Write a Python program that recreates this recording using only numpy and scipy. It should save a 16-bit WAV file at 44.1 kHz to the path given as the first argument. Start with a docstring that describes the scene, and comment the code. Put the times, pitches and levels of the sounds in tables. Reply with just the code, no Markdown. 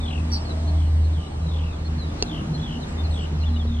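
"""Countryside birdsong over a low drone

A distant songbird sings falling, buzzy trills (pulsed glides) with short curved whistles between them, in
scattered echoes; a nearer bird chirps once and farther birds twitter at random. A low engine-like drone, a
gliding tone with an unsteady octave, swells and fades over traffic hums, rumble and airy hiss (shaped noise).
Something ticks twice close to the microphone (decaying resonances), and a faint high sine whine fades away."""
import sys
import numpy as np
from scipy import signal
from scipy.io import wavfile
from scipy.ndimage import uniform_filter1d

SR = 44100
rng = np.random.default_rng(int(sys.argv[2]) if len(sys.argv) > 2 else 0)


def transcribe(u):
    """Save the signal u as a 16-bit wav file named by the first command-line argument.

    u: samples, shape (n,) or (channels, n), limited to [-1, 1]; the rate is SR.
    q: integer samples, one column per channel.
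    """
    v = np.clip(np.atleast_2d(u).T, -1, 1)
    q = np.round(v * 32767).astype(np.int16)
    wavfile.write(sys.argv[1], SR, q)


N = 167580
T = np.arange(N) / SR

# Falling trills of the far bird, levels before pulsing and echoes; a start below 0 plays at 0:
# start_s, length_s, first_pitch_hz, last_pitch_hz, bend (exponent of the fall), pulses_per_s,
# pulse_sweep_hz, rasp_hz, loudest_at (share of length), level_db
TRILL_NOTES = [(-.008, .215, 3800, 2530, 1.2, 41, -520, 250, .48, -35),
               (.745, .16, 4000, 2950, 2.4, 59, 600, 170, .5, -46.5),
               (1.125, .16, 3950, 2950, 3.6, 59, 450, 110, .72, -43.5),
               (1.458, .29, 4080, 2440, 1.3, 41, -380, 290, .36, -42),
               (2.258, .16, 4200, 2930, 2.6, 61, 680, 130, .56, -35.5),
               (2.609, .175, 4200, 2960, 3, 63, 620, 130, .66, -36.5),
               (3.105, .162, 4350, 2960, 2.6, 62, 700, 150, .72, -36),
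               (3.665, .28, 3950, 2550, 1.2, 43, -400, 190, .4, -42)]
# Whistles of the far bird, levels before echoes; rasp is 1.4 times the rms pitch jitter:
# start_s, length_s, first_pitch_hz, middle_pitch_hz, last_pitch_hz, level_db, left_lead_ms, rasp_hz
WHISTLE_NOTES = [(.05, .075, 4350, 4000, 3920, -52, .09, 80), (.3, .019, 4400, 4600, 4500, -50, -.04, 100),
                 (.39, .06, 5500, 5300, 4700, -49, .1, 140),
                 (.448, .041, 4500, 4280, 4150, -43.5, .055, 35),
                 (.487, .038, 4200, 4010, 3880, -39.5, .06, 40),
                 (.669, .041, 4330, 4250, 4330, -44, .01, 130), (1.038, .03, 4180, 4190, 4230, -52, 0, 80),
                 (1.26, .025, 3980, 3920, 4000, -51, 0, 60), (1.41, .06, 3900, 4030, 4130, -55, .03, 80),
                 (1.705, .075, 3900, 3400, 3300, -54, .04, 130),
                 (1.845, .04, 4300, 4190, 4300, -44.5, -.04, 120),
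                 (1.977, .081, 4450, 4020, 3870, -42, .046, 40),
                 (2.187, .04, 4300, 4180, 4280, -43.5, .035, 130),
                 (2.535, .036, 4350, 4170, 4100, -40, .057, 160),
                 (2.575, .012, 3380, 3400, 3400, -44, .06, 40),
                 (2.595, .013, 3400, 3440, 3420, -42, .06, 40),
                 (2.615, .055, 3420, 3400, 3330, -40.5, .07, 25),
                 (2.808, .05, 4390, 3805, 3170, -45, .12, 140),
                 (2.873, .069, 7540, 7700, 7950, -56, -.03, 40),
                 (2.975, .051, 3600, 3580, 3560, -46, .09, 50),
                 (3.035, .04, 4250, 4170, 4250, -43, .068, 160),
                 (3.095, .11, 7900, 7975, 7940, -54, -.02, 20),
                 (3.2, .055, 7940, 7830, 7620, -58, -.02, 40),
                 (3.398, .042, 4320, 4164, 3750, -46, .066, 170),
                 (3.432, .016, 2770, 2900, 2990, -41.5, .028, 50),
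                 (3.453, .044, 3550, 3440, 3100, -43, .05, 70),
                 (3.475, .05, 4250, 4050, 3950, -51, .06, 140),
                 (3.525, .06, 4050, 3850, 3600, -48, .09, 160), (3.561, .014, 2870, 2940, 2940, -42, 0, 50),
                 (3.589, .042, 3610, 3440, 3150, -43, .06, 80)]
# The near chirp, a pulsed upper voice over a harsh lower one; columns as for the trills:
# start_s, length_s, first_pitch_hz, last_pitch_hz, bend (exponent), pulses_per_s,
# pulse_sweep_hz, rasp_hz, loudest_at (share of length), level_db
CHIRP_VOICES = [(.3155, .04, 5700, 5380, 1, 125, -350, 130, .54, -27),
                (.319, .07, 4650, 4550, 1, 210, 300, 280, .47, -28.5)]
# Path of the drone, levels before its two trims: start_s, pitch_hz, fundamental_db, octave_db
DRONE_PATH = [(0.0, 78.4, -25.5, -35.5), (.11, 79.3, -27, -34), (.21, 78.64, -22, -40.5),
              (.36, 78.07, -23, -42.5), (0.47, 78.1, -27.5, -47), (0.75, 78.9, -17.5, -40),
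              (1.07, 78.17, -17, -46), (1.2, 79.5, -22, -36), (1.279, 76.9, -40, -35),
              (1.359, 76.8, -25.5, -46.5), (1.5, 79.3, -22.5, -33.5), (1.65, 78.63, -22, -40.5),
              (1.779, 78.9, -31.5, -39), (1.9, 78.21, -22, -40), (2.18, 78.9, -32.5, -45),
              (2.43, 81.53, -34.5, -39), (2.5, 77.5, -41, -32), (2.91, 79.1, -32, -38.5),
              (3.04, 78.43, -20, -35.5), (3.15, 78.18, -22, -36), (3.21, 77.88, -28, -36),
              (3.48, 77.83, -19, -40), (3.73, 77.8, -23, -54), (3.8, 76.1, -23.5, -38)]
# Wavering hums of the traffic: pitch_hz, width_hz, level_db, loudest_s, swell_s
TRAFFIC_HUMS = [(43.1, 5.4, -44.5, 1.7, 6.8), (236.2, 7.2, -39, 0.28, 0.52), (240.7, 7.2, -40, 2.5, 0.83),
                (235.4, 6, -32, 3.73, 0.24), (292.6, 3.3, -46.5, 0.58, 3.23), (305.3, 34, -39, 2.306, 0.19),
                (656, 89, -44, 0.63, 0.2), (1188, 7.8, -61.5, 2, 6.3)]
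# Relative colour of the rumble and hiss: frequency_hz, density_db (per Hz)
AIR_COLOUR = [(12, -46.5), (25, -22), (55, -4.5), (85, -9.5), (122, -12), (200, -16), (300, -21),
              (400, -24), (570, -26.5), (850, -27), (1200, -31), (1400, -34), (2170, -37), (4000, -41),
              (5000, -43.5), (6300, -46.5), (8000, -49.5), (9400, -51.5), (10300, -68.5), (12500, -60),
              (14000, -99)]
# Left-right likeness of the air, 1 the same, 0 unrelated, -1 opposite: frequency_hz, likeness (-1 to 1)
AIR_LIKENESS = [(30, 0.98), (130, 1), (260, 0.85), (500, 0.19), (1000, -0.16), (2200, -0.54), (4000, -0.53),
                (9000, -0.69)]
# Relative level of the rumble and hiss above the bass: start_s, level_db
AIR_RIDE = [(0, 2.5), (0.551, 2), (0.998, -1.5), (1.348, -0.5), (1.801, 1), (2.249, 2.5), (2.8, 2.5),
            (3.3, 3), (3.8, -1.5)]
# Fading of the thin whine: start_s, level_db
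WHINE_FADE = [(0, -63), (1.4, -66.5), (1.55, -73.5), (3.8, -85.5)]
# The two ticks, gain over the ringing modes: start_s, level_db, treble_tilt_db (per octave), rise_s
TICK_HITS = [(2.2249, -13.2, 0, .0004), (3.6525, -20.5, -8, .0006)]
# What a tick rings with, levels before tilt and gain: pitch_hz, level_db, t60_s
TICK_RING = [(318, -8.5, .04), (421, -3, 0.032), (702, -17, 0.09), (2740, -7, 0.024), (4150, -7, .005),
             (4500, 11.5, 0.0055), (5970, 2.5, 0.011), (9820, -11, 0.0028)]

# A positive lead puts the left ear's phase ahead, a negative one the right's.
TRILL_LEAD_MS, CHIRP_LEAD_MS, TICK_LEAD_MS = 0.07, -0.071, -.09
TRILL_EDGE_DB, PULSE_SHARP, PULSE_GAP, OCTAVE_DB = -8, 1.6, .06, -28  # the gap is the gain between pulses
RASP_SKEW, WHISTLE_SWELL = .9, 0.68  # exponents
FAR_RIGHT_DB = -3.5
TRILL_BLUR_DB, TRILL_BLUR_T60_S = -7, .06
BLUR_DB, BLUR_T60_S = -1.5, 0.047
ECHO_DB, ECHO_T60_S = -11.5, 0.48
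CHIRP_ECHO_DB, CHIRP_ECHO_T60_S = -8, .13
DRONE_TRIM_DB, OCTAVE_TRIM_DB, OCTAVE_WIDTH_HZ = -1, 3, 16.3
AIR_DB, PATCH_DB, SWELL_DB = -31.5, 1.5, .6  # overall rms, then rms of the drifts
WHINE_HZ = 8240
TWITTER_PER_S, TWITTER_DB, TWITTER_RASP_HZ = 63, -61.5, 170
TWITTER_HZ, TWITTER_MEAN_S = 3570, 0.064  # centre pitch and average length
TWITTER_SPREAD, TWITTER_FALL = .11, 0.046  # shares of the pitch: half the largest shift each way, half the fall
TICK_BOUNCE_S, TICK_BOUNCE_DB, TICK_ECHO_DB = .0102, -20, -19
EDGE_HZ = 14500


def amp(db):
    """Decibels to gain."""
    return 10 ** (np.asarray(db) / 20)


def unit(x):
    """Scales to rms 1."""
    return x / np.sqrt(np.mean(abs(x) ** 2) + 1e-20)


def read(points, hz):
    """Reads a table on a log-frequency axis."""
    f, value = np.transpose(points)
    return np.interp(np.log(hz + 1), np.log(f + 1), value)


def add(mix, s, sound):
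    """Mixes a stereo sound in at a time."""
    part = mix[:, max(round(s * SR), 0):][:, :sound.shape[1]]
    part += sound[:, :part.shape[1]]


def wander(width_hz, size=N):
    """Complex noise of rms 1, held to a narrow band around 0 Hz so that it drifts smoothly."""
    z = rng.standard_normal((size, 2)) @ [1, 1j]
    band = np.exp(-2 * (np.fft.fftfreq(size, 1 / SR) / width_hz) ** 2)
    return unit(np.fft.ifft(z * band))


def tone(hz, lead_ms):
    """A gliding stereo sine of rms 1 whose right side trails in phase by the left ear's lead."""
    turns = np.cumsum(hz) / SR
    both_ears = np.array([turns, turns - hz * lead_ms / 1000])
    return np.sqrt(2) * np.sin(2 * np.pi * both_ears)


def trees(x, t60):
    """Scattered echoes from ground and foliage: sparse decaying spikes, different on each side."""
    t = T[:SR // 2]
    spikes = rng.standard_normal((2, len(t))) * (rng.random((2, len(t))) < .05)
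    tail = spikes * amp(-60 * t / t60)
    tail = tail / np.linalg.norm(tail, axis=1)[:, None]
    return signal.fftconvolve(x, tail, axes=1)[:, :N]


def trill(length, first_hz, last_hz, bend, rate, sweep_hz, rasp_hz, peak, db, lead_ms):
    """A falling note chopped into quick pulses, each a tiny glide; rough midway, clean at both ends."""
    t = T[:int(length * SR)]
    u = t / length
    cycle = (t * rate) % 1
    fall = last_hz + (first_hz - last_hz) * (1 - u) ** bend
    jitter = np.sqrt(2) * wander(900, size=SR // 2).real[:len(t)]
    rasp = rasp_hz * np.sin(np.pi * u ** RASP_SKEW) ** 2 * jitter
    hz = fall + sweep_hz * (cycle - .5) + rasp
    arch_db = TRILL_EDGE_DB * ((u - peak) / max(peak, 1 - peak)) ** 2
    ramps = np.minimum(np.minimum(u, 1 - u) * 20, 1)
    pulses = PULSE_GAP + (1 - PULSE_GAP) * abs(np.sin(np.pi * cycle)) ** PULSE_SHARP
    voice = tone(hz, lead_ms) + amp(OCTAVE_DB) * tone(2 * hz, lead_ms)
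    return amp(db + arch_db) * ramps * pulses * voice


def whistle(length, first_hz, middle_hz, last_hz, db, lead_ms, rasp_hz):
    """One curved glide with a jittering pitch that swells and fades."""
    u = np.linspace(0, 1, int(length * SR))
    curve = np.polyfit([0, .5, 1], [first_hz, middle_hz, last_hz], 2)
    hz = np.polyval(curve, u) + rasp_hz * wander(320, size=SR // 2).real[:len(u)]
    return amp(db) * abs(np.sin(np.pi * u)) ** WHISTLE_SWELL * tone(hz, lead_ms)


def far_song():
    """Distant trills and whistles, blurred by short echoes and a longer tail, softer on the right."""
    trills, whistles = np.zeros((2, 2, N))
    for start, *note in TRILL_NOTES:
        add(trills, start, trill(*note, TRILL_LEAD_MS))
    for start, *note in WHISTLE_NOTES:
        add(whistles, start, whistle(*note))
    direct = trills + whistles
    trill_blur = amp(TRILL_BLUR_DB) * trees(trills, TRILL_BLUR_T60_S)
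    whistle_blur = amp(BLUR_DB) * trees(whistles, BLUR_T60_S)
    echo = amp(ECHO_DB) * trees(direct, ECHO_T60_S)
    return (direct + trill_blur + whistle_blur + echo) * amp([[0], [FAR_RIGHT_DB]])


def drone():
    """A swelling low tone and its unsteady octave, the same in both ears."""
    s, *columns = np.transpose(DRONE_PATH)
    hz, low_db, octave_db = (np.interp(T, s, c) for c in columns)
    turn = np.exp(2j * np.pi * np.cumsum(hz) / SR)
    low = amp(low_db + DRONE_TRIM_DB) * turn
    # squaring the rotation doubles the pitch
    octave = amp(octave_db + OCTAVE_TRIM_DB) * turn ** 2 * wander(OCTAVE_WIDTH_HZ)
    return np.sqrt(2) * (low + octave).real


def traffic_hums():
    """Fainter hums, each a tone wavering in level and phase under one smooth swell."""
    out = np.zeros(N)
    for hum_hz, width_hz, db, peak_s, swell_s in TRAFFIC_HUMS:
        swell = amp(db) * np.exp(-((T - peak_s) / swell_s) ** 2)
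        hum = wander(width_hz) * np.exp(2j * np.pi * hum_hz * T)
        out += np.sqrt(2) * (swell * hum).real
    return out


def air():
    """Rumble and hiss: coloured noise with drifting patches; the bass is nearly the same on both sides."""
    frames, hz = N // 512 + 5, np.fft.rfftfreq(2048, 1 / SR)
    a, b, c, d, patches = rng.standard_normal((frames, len(hz), 5)).T
    patches = uniform_filter1d(patches, size=16, axis=0)  # across frequency
    patches = unit(uniform_filter1d(patches, size=8, axis=1))  # across time
    swell = unit(uniform_filter1d(rng.standard_normal(frames), size=40))
    same = np.clip(read(AIR_LIKENESS, hz), -1, 1)[:, None]
    left = a + 1j * b
    right = same * left + np.sqrt(1 - same ** 2) * (c + 1j * d)
    ride = np.interp(np.arange(frames) * 512 / SR, *np.transpose(AIR_RIDE))
    ride = ride * (hz > 130)[:, None]  # leaves the bass alone
    colour = read(AIR_COLOUR, hz)[:, None]
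    z = np.array([left, right]) * amp(colour + ride + PATCH_DB * patches + SWELL_DB * swell)
    noise = signal.istft(z, nperseg=2048, noverlap=1536)[1][:, :N]
    return amp(AIR_DB) * unit(noise)


def whine():
    """A faint high sine of fixed pitch that fades away."""
    return amp(np.interp(T, *np.transpose(WHINE_FADE))) * tone(np.full(N, WHINE_HZ), 0)


def twitter():
    """Short falling notes of farther birds, at random times, pitches and leads between the ears."""
    out = np.zeros((2, N))
    for at, pitch, size, side in rng.random((int(TWITTER_PER_S * N / SR), 4)):
        hz = TWITTER_HZ * (1 + TWITTER_SPREAD * (4 * pitch - 2))
        first_hz, last_hz = hz * (1 + TWITTER_FALL), hz * (1 - TWITTER_FALL)
        length, lead_ms = TWITTER_MEAN_S * (.5 + size), (side - .5) / 2
        note = whistle(length, first_hz, hz, last_hz, TWITTER_DB, lead_ms, TWITTER_RASP_HZ)
        add(out, at * N / SR, note)
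    return out


def near_chirp():
    """One close chirp of two pulsed voices, drier than the far song."""
    near = np.zeros((2, N))
    for start, *note in CHIRP_VOICES:
        add(near, start, trill(*note, CHIRP_LEAD_MS))
    return near + amp(CHIRP_ECHO_DB) * trees(near, CHIRP_ECHO_T60_S)


def ticks():
    """Small dry knocks of decaying resonances near the microphone, with one bounce off the ground."""
    out = np.zeros((2, N))
    t = np.maximum(T[:SR // 10] - np.array([[0], [TICK_LEAD_MS]]) / 1000, 0)
    for start, level_db, tilt_db, rise_s in TICK_HITS:
        ring = np.zeros_like(t)
        for hz, db, t60 in TICK_RING:
            octaves = np.log2(hz / TICK_RING[0][0])  # above the first mode
            ring += amp(db + tilt_db * octaves - 60 * t / t60) * np.sin(2 * np.pi * hz * t)
        add(out, start, amp(level_db) * np.minimum(t / rise_s, 1) * ring)
    add(out, TICK_BOUNCE_S, amp(TICK_BOUNCE_DB) * out)
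    return out + amp(TICK_ECHO_DB) * trees(out, BLUR_T60_S)


def scene():
    """Everything at the microphone."""
    birds = far_song() + twitter() + near_chirp()
    return birds + drone() + traffic_hums() + air() + whine() + ticks()


def record(dry):
    """The recorder's band limit: a steep low-pass."""
    low_pass = signal.firwin(255, EDGE_HZ, window=("kaiser", 9), fs=SR)
    return signal.oaconvolve(dry, low_pass[None], "same")


dry = scene()
out = record(dry)
transcribe(out)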